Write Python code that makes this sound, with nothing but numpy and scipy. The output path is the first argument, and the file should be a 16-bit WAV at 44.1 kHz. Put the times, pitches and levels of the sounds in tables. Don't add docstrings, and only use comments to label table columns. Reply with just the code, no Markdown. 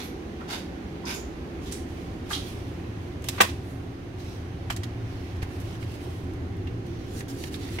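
import sys
import numpy as np
from scipy import signal
from scipy.fft import rfft, irfft, next_fast_len
from scipy.io import wavfile
from scipy.ndimage import map_coordinates

SR = 44100
rng = np.random.default_rng(int(sys.argv[2]) if len(sys.argv) > 2 else 0)


def digitize_waveform(pressure):
    field = np.atleast_2d(pressure).T
    bounded = np.clip(field, -1, 1)
    quanta = np.round(bounded * 32767).astype(np.int16)
    wavfile.write(sys.argv[1], SR, quanta)


N = 343980

# (time [s], level [dB], hold [s], t60 [s], low-pass [Hz])
LANDING = [(3.4032, -12, 0.0042, 0.064, 1510), (3.405, -14, 0.0044, 0.067, 4240),
           (3.409, -14.5, 0.0092, 0.068, 15000)]


def amp(db):
    return 10 ** (np.asarray(db) / 20)


def unit(x):
    return x / np.sqrt(np.mean(x ** 2) + 1e-20)


def along(points, hz):
    f, v = np.transpose(points)
    return np.interp(np.log(hz + 1), np.log(f + 1), v)


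def shaped(spectrum):
    return lambda hz: amp(along(spectrum, hz))


def curves(rows):
    s, *cols = np.transpose(rows)
    return [np.interp(np.arange(N) / SR, s, c) for c in cols]


def wobble(per_s):
    return map_coordinates(rng.standard_normal(int(N * per_s / SR) + 4), [np.arange(N) * per_s / SR])


def filtered(x, response):
    n = x.shape[-1]
    m = next_fast_len(n + SR // 10)
    return irfft(rfft(x, m) * response(np.fft.rfftfreq(m, 1 / SR)), m)[..., :n]


def add(track, s, sound):
    start = round(s * SR)
    piece = sound[..., max(-start, 0):N - start]
    track[:, max(start, 0):][:, :piece.shape[-1]] += piece


def noise(colour, size=N):
    # (frequency [Hz], correlation [-1..1])
    likeness = [(30, 0.89), (100, 1), (290, 0.92), (640, 0.36), (1300, -0.27), (2600, -0.0035),
                (15000, -0.01)]
    angle = lambda hz: np.arccos(np.clip(along(likeness, hz), -1, 1)) / 2
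    white = rng.standard_normal((2, size))
    mid, side = filtered(white, lambda hz: colour(hz) * [np.cos(angle(hz)), np.sin(angle(hz))])
    return unit(np.array([mid + side, mid - side]))


def contrast(hz):
    return 1 / np.hypot(1, hz / 7000)


def patchy(spectrum, depth_db):
    hz, _, z = signal.stft(noise(shaped(spectrum)), SR, nperseg=512)
    patch = np.outer(np.hanning(8), np.hanning(26))
    field = signal.fftconvolve(rng.standard_normal(z.shape[1:]), patch, "same")
    gain = amp(depth_db * contrast(hz)[:, None] * unit(field))
    return unit(signal.istft(z * gain, nperseg=512)[1][:, :N])


def catches(per_s, spread_db, life_s, size=N):
    hits = rng.random(size) < per_s / SR
    energy = amp(spread_db * np.minimum(rng.exponential(size=size), 4)) ** 2
    power = signal.lfilter([1], [1, -np.exp(-1 / (life_s * SR))], hits * energy)
    return unit(np.sqrt(np.roll(power, size // 2)))


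def gritty(envelope, carrier, grain):
    return unit(envelope * carrier * grain) * np.sqrt(np.mean(envelope ** 2))


def burst(spectrum, hz, q, rise_s, t60_s, grain, ripple_db):
    t = np.arange(len(grain)) / SR
    knots_hz = np.arange(0, SR / 2, 170)
    peaks_db = ripple_db * contrast(knots_hz) * rng.standard_normal(len(knots_hz))
    rippled = lambda f: amp(along(spectrum, f) + np.interp(f, knots_hz, peaks_db))
    colour = lambda f: rippled(f) / np.hypot(1, q * (f / hz - hz / (f + 1)))
    past_s = np.maximum(t - rise_s, 0)
    fading_s = past_s ** 2 / (past_s + rise_s)
    swell = np.minimum(t / rise_s, 1) * amp(-60 * fading_s / t60_s)
    return gritty(swell, noise(colour, size=len(t)), grain)


def ventilation():
    # (frequency [Hz], level [dB])
    far_rumble = [(12, -46), (20, -12), (52, 6), (75, 10), (94, 1), (108, 3.5), (129, -3), (143, -15),
                  (170, 6), (220, -51), (370, -120)]
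    near_rumble = [(12, -49), (20, -22), (49, -12.5), (70, -3.5), (92, 0), (120, 0.5), (146, -20),
                   (170, -19.5), (220, -37), (370, -120)]
    far_duct = [(76, -43), (130, -9), (167, -5.5), (242, -4), (275, -3), (296, -6.5), (327, -1.5),
                (516, -15.5), (707, -44), (750, -15), (980, -37), (1650, -120)]
    near_duct = [(76, -11), (130, -5.5), (145, -8.5), (173, -1.5), (199, -10.5), (237, -5.5), (265, -2.5),
                 (300, -5.5), (360, -2.5), (426, -12), (512, -17.5), (551, -24.5), (598, -45), (750, -23),
                 (980, -47), (1650, -120)]
    # (frequency [Hz], level [dB])
    air_spectrum = [(320, -12.5), (550, -0.5), (651, -3.5), (718, -2), (793, -4), (925, -6.5), (1060, -5.5),
                    (1160, -7.5), (2180, -10), (2400, -12), (3100, -15), (5400, -23), (6350, -22.5),
                    (7190, -30), (11400, -32.5), (15800, -39)]
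    # (frequency [Hz], level [dB], phase waver [1/s])
    fan_tones = [(86.3, -40.5, 9), (273.5, -48, 18), (672, -63, 24), (777, -58.5, 20)]
    # (time [s], nearness [0..1])
    walk = [(1.2, 0.02), (3.2, 0.99)]
    # (time [s], duct [dB], hiss [dB])
    rush_levels = [(0, -38, -46.5), (2.8, -38.5, -46.5), (4.0, -40, -48.5), (5.6, -40, -46),
                   (6.6, -37.5, -48.5), (7.8, -37, -48)]
    # (time [s], level [dB])
    rumble_levels = [(0, -45), (1.4, -40), (3.2, -37), (4.05, -40), (4.9, -35), (6.0, -36.5), (6.6, -34),
                     (7.3, -40), (7.8, -36)]
    duct_db, air_db = curves(rush_levels)
    near, = curves(walk)
    rumble_db, = curves(rumble_levels)
    blend = lambda a, b: np.sqrt(1 - near) * noise(shaped(a)) + np.sqrt(near) * noise(shaped(b))
    rumble = amp(rumble_db) * blend(far_rumble, near_rumble)
    duct = amp(duct_db) * blend(far_duct, near_duct)
    air = amp(air_db) * patchy(air_spectrum, depth_db=0.73)
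    t = np.arange(N) / SR
    hum = sum(amp(db + 2.6 * wobble(per_s=3.6)) * np.sin(2 * np.pi * hz * t + 1.45 * wobble(per_s))
              for hz, db, per_s in fan_tones)
    return rumble + duct + air + amp(-6 + 5.2 * near) * hum


def scuff(hz, q, rise_s, t60_s):
    # (frequency [Hz], level [dB])
    carpet = [(380, -42), (650, -2), (827, 6.5), (1230, -1.5), (1530, -0.5), (1680, -0.5), (2680, -4.5),
              (3740, -5.5), (4500, -6.5), (6040, -5.5), (8210, -13), (10600, -10), (15800, -18)]
    pile = catches(per_s=1200, spread_db=2, life_s=0.0019, size=SR // 2)
    return burst(carpet, hz, q, rise_s, t60_s, pile, ripple_db=3.8)


def footsteps():
    # (time [s], level [dB], centre [Hz])
    heels = [(.4, -40.5, 1180), (1.034, -40.5, 950), (2.302, -31, 1580)]
    # (time [s], level [dB], rise [s], centre [Hz], fizz [dB])
    drags = [(-.04, -38.5, 0.038, 3400, -62), (.472, -33.5, 0.048, 2470, -50),
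             (1.052, -32.5, 0.033, 2480, -48), (1.585, -49, 0.088, 4200, -58),
             (2.289, -36, 0.026, 5000, -41.5)]
    # (time [s], level [dB], centre [Hz], Q [-], t60 [s], overtone [relative dB])
    squeaks = [(.03, -46, 12500, 4.4, 0.18, -30), (1.052, -41.5, 5760, 5.8, 0.14, -28),
               (1.138, -40.5, 6660, 7.3, 0.28, -7), (1.141, -48, 9450, 9, .16, -25),
               (1.655, -51, 3670, 4.3, 0.34, -19), (1.713, -44, 7400, 0.84, 0.37, -16),
               (1.721, -33.5, 8200, 8.3, 0.069, -22), (2.329, -32, 3380, 6.4, .18, -26),
               (2.331, -32, 3950, 5.3, 0.22, -23)]
    overtone_ratio = 2.04
    out = np.zeros((2, N))
    for s, db, hz in heels:
        add(out, s, amp(db) * scuff(hz, q=3.8, rise_s=0.01, t60_s=0.08))
    for s, db, rise_s, hz, fizz_db in drags:
        add(out, s, amp(db) * scuff(hz, q=0.55, rise_s=rise_s, t60_s=0.23))
        add(out, s + 0.5 * rise_s, amp(fizz_db) * scuff(hz=10000, q=1.4, rise_s=0.022, t60_s=0.19))
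    for s, db, hz, q, t60_s, overtone_db in squeaks:
        for ratio, partial_db in (1, 0), (overtone_ratio, overtone_db):
            partial = scuff(ratio * hz, ratio * q, rise_s=0.0024, t60_s=t60_s / np.sqrt(ratio))
            add(out, s, amp(db + partial_db) * partial)
    return out


def stroke(s, rise_s, hold_s, t60_s):
    t = np.arange(N) / SR - s
    attack = np.sin(np.pi / 2 * np.clip(t / rise_s, 0, 1)) ** 2
    return attack * amp(-60 * np.maximum(t - rise_s - hold_s, 0) / t60_s)


def paper_friction():
    # (time [s], rise [s], hold [s], scrape [dB], hiss [dB], t60 [s])
    slides = [(1.85, .05, 0.13, -58, -66, 0.92), (2.235, .04, .02, -54, -62, .4),
              (2.38, 0.085, 0.049, -49.5, -55, 1), (2.95, .08, .03, -68, -70, 1),
              (3.23, .05, .024, -48, -53, 1), (3.598, 0.1, 0.011, -66, -61.5, 0.77),
              (4.165, 0.043, 0.084, -52.5, -63, 0.97), (4.95, 0.2, .17, -57, -69, .5),
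              (5.42, .17, 0.047, -57, -61, 0.65), (5.64, 0.07, 0.04, -55, -65.5, 0.11),
              (5.79, .025, 0.016, -55, -61, 0.24), (5.853, .07, .02, -52.5, -60, 0.45),
              (5.97, 0.068, .11, -60, -62.5, 1), (6.84, 0.027, 0.19, -56.5, -72, .8)]
    # (time [s], rise [s], hold [s], body [dB], hiss [dB])
    rubs = [(7.038, 0.089, .02, -60, -59), (7.123, 0.071, 0.0099, -51.5, -46),
            (7.278, 0.0079, .022, -47.5, -47), (7.299, .098, 0.084, -50.5, -49.5),
            (7.501, 0.038, 0.02, -46, -48.5), (7.553, 0.084, 0.056, -47, -52),
            (7.679, 0.069, 0.025, -46, -48.5)]
    # (frequency [Hz], level [dB])
    slide_hiss = [(4000, -25), (6500, -2), (8000, 0), (11500, -0.5), (15800, -9.5)]
    slide_scrape = [(1000, -19), (2000, -4.5), (3000, 0.5), (4500, -4.5), (6000, -4), (7500, -22)]
    rub_body = [(710, -36), (1200, -6), (1600, -1.5), (2720, -1), (4200, -2), (6500, -14), (10000, -30)]
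    rub_hiss = [(2500, -22), (4500, -3), (6000, 3), (7590, -2), (11500, -2), (13000, -7), (15800, -8)]
    heavy, light = sum(np.outer(amp([scrape_db, hiss_db]), stroke(s, rise_s, hold_s, t60_s))
                       for s, rise_s, hold_s, scrape_db, hiss_db, t60_s in slides)
    press, brush = sum(np.outer(amp([body_db, hiss_db]), stroke(s, rise_s, hold_s, t60_s=0.087))
                       for s, rise_s, hold_s, body_db, hiss_db in rubs)
    hiss = light * patchy(slide_hiss, depth_db=2.2)
    ticks = noise(shaped(slide_hiss)) * catches(per_s=120, spread_db=1.5, life_s=0.002)
    crackle = (light + brush) * amp(-7.5) * ticks
    scrape = heavy * patchy(slide_scrape, depth_db=3)
    rub = press * patchy(rub_body, depth_db=3.2) + brush * patchy(rub_hiss, depth_db=2.8)
    uneven_speed = amp(1.26 * wobble(per_s=22))
    grain = catches(per_s=3400, spread_db=2, life_s=0.0038)
    return (hiss + crackle + scrape + rub) * uneven_speed * grain


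def crease_snaps():
    # (time [s], level [dB], centre [Hz], Q [-])
    snaps = [(3.221, -48, 7000, .5), (3.241, -37, 6000, .34), (3.286, -22, 6600, 1), (4.2, -51, 6000, .3),
             (4.698, -28, 1800, 1), (4.7012, -25.5, 3000, 0.63), (4.711, -35, 3500, .39),
             (4.724, -39, 6000, 1), (4.763, -35, 6960, 1.9), (4.769, -39, 4800, 0.96),
             (4.833, -34, 4200, 1.1), (4.84, -48, 7000, .7), (4.933, -55, 2800, 2.1),
             (5.362, -54, 7000, .5), (5.419, -40, 3000, 1.2), (5.4255, -34.5, 2090, 0.22),
             (5.6, -47, 11000, .5), (5.612, -48, 7000, .6), (5.825, -41.5, 2580, 1.3),
             (5.94, -49, 6000, .8), (5.953, -50, 8000, .6), (6.335, -53, 9000, .5), (6.567, -59, 10000, .6),
             (6.67, -41, 2860, 3.2), (6.865, -55, 9000, .5), (7.204, -37.5, 2180, 2.2),
             (7.207, -44, 6000, 1.3), (7.282, -47, 9000, .9), (7.437, -35, 3520, 1.8),
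             (7.438, -46, 1910, 4), (7.54, -34.5, 3660, 2.5), (7.785, -29, 2360, 1.9)]
    # (frequency [Hz], level [dB])
    crease = [(350, -25), (600, -1), (1050, -4), (1380, -6), (1670, -5), (2930, -10.5), (4360, -15.5),
              (6580, -16), (9520, -20), (12200, -17), (15800, -24)]
    rise_cycles, t60_s = 5.9, 0.051
    out = np.zeros((2, N))
    for s, db, hz, q in snaps:
        fibres = catches(per_s=2900, spread_db=4, life_s=0.0052, size=SR // 4)
        add(out, s, amp(db) * burst(crease, hz, q, rise_cycles / hz, t60_s, fibres, ripple_db=2.5))
    return out


def contacts(rows, spectrum):
    out, t = np.zeros((2, N)), np.arange(SR // 2) / SR
    for s, db, hold_s, t60_s, lowpass_hz in rows:
        envelope = (1 - np.exp(-t / 0.0005)) * amp(-60 * np.maximum(t - hold_s, 0) / t60_s)
        sheets = catches(per_s=2530, spread_db=-8, life_s=0.0014, size=len(t))
        smack = noise(lambda hz: shaped(spectrum)(hz) / np.hypot(1, (hz / lowpass_hz) ** 2), size=len(t))
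        add(out, s, amp(db) * gritty(envelope, smack, sheets))
    return out


def loose_edges():
    # (time [s], level [dB], hold [s], t60 [s], low-pass [Hz])
    edges = [(3.325, -47.5, .043, .05, 4000), (3.379, -34.5, 0.029, .033, 3000),
             (3.434, -29.5, 0.015, .06, 5100), (3.488, -39, 0.01, 0.097, 5000)]
    # (frequency [Hz], level [dB])
    flap = [(200, -15), (700, 3), (1400, 0), (2500, -3), (4200, -6), (7000, -8), (15800, -12)]
    return contacts(edges, flap)


def fold_slap():
    # (frequency [Hz], level [dB])
    spectrum = [(120, -55), (200, -21.5), (527, -8.5), (896, -6), (1140, -1), (1360, -15.5), (1900, -3),
                (2300, -9.5), (2590, -2), (2990, -11), (3800, -8.5), (4730, -14), (6220, -13.5),
                (15800, -15)]
    return contacts(LANDING, spectrum)


def shelf_ring():
    # (frequency [Hz], relative level [dB])
    modes = [(372, -1), (488, 1), (673, 4), (785, 1.5), (1020, -2), (1185, 3.5), (1523, 7), (1804, -1),
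             (1889, -2), (2062, -10), (2537, 4), (3106, -8), (3350, -2), (3825, -4), (4021, -8), (5819, -6),
             (6078, 1), (7612, -5)]
    out, t = np.zeros((2, N)), np.arange(SR // 2) / SR
    hz, db = np.transpose(modes)[:, :, None, None]
    phase = 2 * np.pi * rng.random((len(modes), 2, 1))
    t60_s = 0.12 * (hz / 1000) ** -0.2
    ring = amp(db - db.max() - 60 * t / t60_s) * np.sin(2 * np.pi * hz * t + phase)
    attack = 1 - np.exp(-t / 0.00087)
    add(out, LANDING[0][0], amp(-19.5) * attack * ring.sum(axis=0))
    return out


def air_puffs():
    # (time [s], level [dB], frequency [Hz], t60 [s])
    puffs = [(3.408, -26, 204, 0.16), (4.708, -24, 84.5, 0.1), (5.429, -17.5, 91, 0.092)]
    out, t = np.zeros((2, N)), np.arange(SR // 4) / SR
    for s, db, hz, t60_s in puffs:
        add(out, s, amp(db - 60 * t / t60_s) * np.sin(2 * np.pi * hz * t))
    return out


def room(x):
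    # (frequency [Hz], t60 [s])
    decay = [(200, 0.044), (2500, 0.3), (6000, 0.35), (14000, 0.24)]
    hz, t, z = signal.stft(rng.standard_normal((2, SR // 2)), SR, nperseg=256)
    tail = signal.istft(z * amp(-60 * t / along(decay, hz)[:, None]), SR, nperseg=256)[1]
    tail = np.pad(tail / np.linalg.norm(tail[0]), ((0, 0), (SR // 200, 0)))
    return signal.fftconvolve(x, tail, axes=1)[:, :N]


def scene():
    # (frequency [Hz], left over right [dB])
    left_bias = [(400, 0.5), (900, 3), (1700, 2), (3400, 3.5), (6500, 4), (12000, 6)]
    paper = crease_snaps() + paper_friction() + loose_edges()
    slap, feet = fold_slap(), footsteps()
    echo = room(amp(-14.5) * paper + amp(-13.5) * slap + amp(-5) * feet)
    landing = filtered(slap + shelf_ring(), lambda hz: amp(np.outer([0.5, -0.5], along(left_bias, hz))))
    return paper + landing + feet + echo + air_puffs() + ventilation()


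def record(dry):
    # (frequency [Hz], right over left [dB])
    right_bias = [(100, 0), (200, 1), (380, 3.5), (700, 0.5), (1300, 2), (2400, 5.5), (4400, 5.5),
                  (8000, 1.5), (15000, 4)]
    top_hz, taper_hz = 16200, 500
    heard = filtered(dry, lambda hz: amp(np.outer([-0.5, 0.5], along(right_bias, hz))))
    limited = heard / (1 + heard ** 6) ** (1 / 6)
    return filtered(limited, lambda hz: np.clip((top_hz - hz) / taper_hz, 0, 1) ** 2)


dry = scene()
out = record(dry)
digitize_waveform(out)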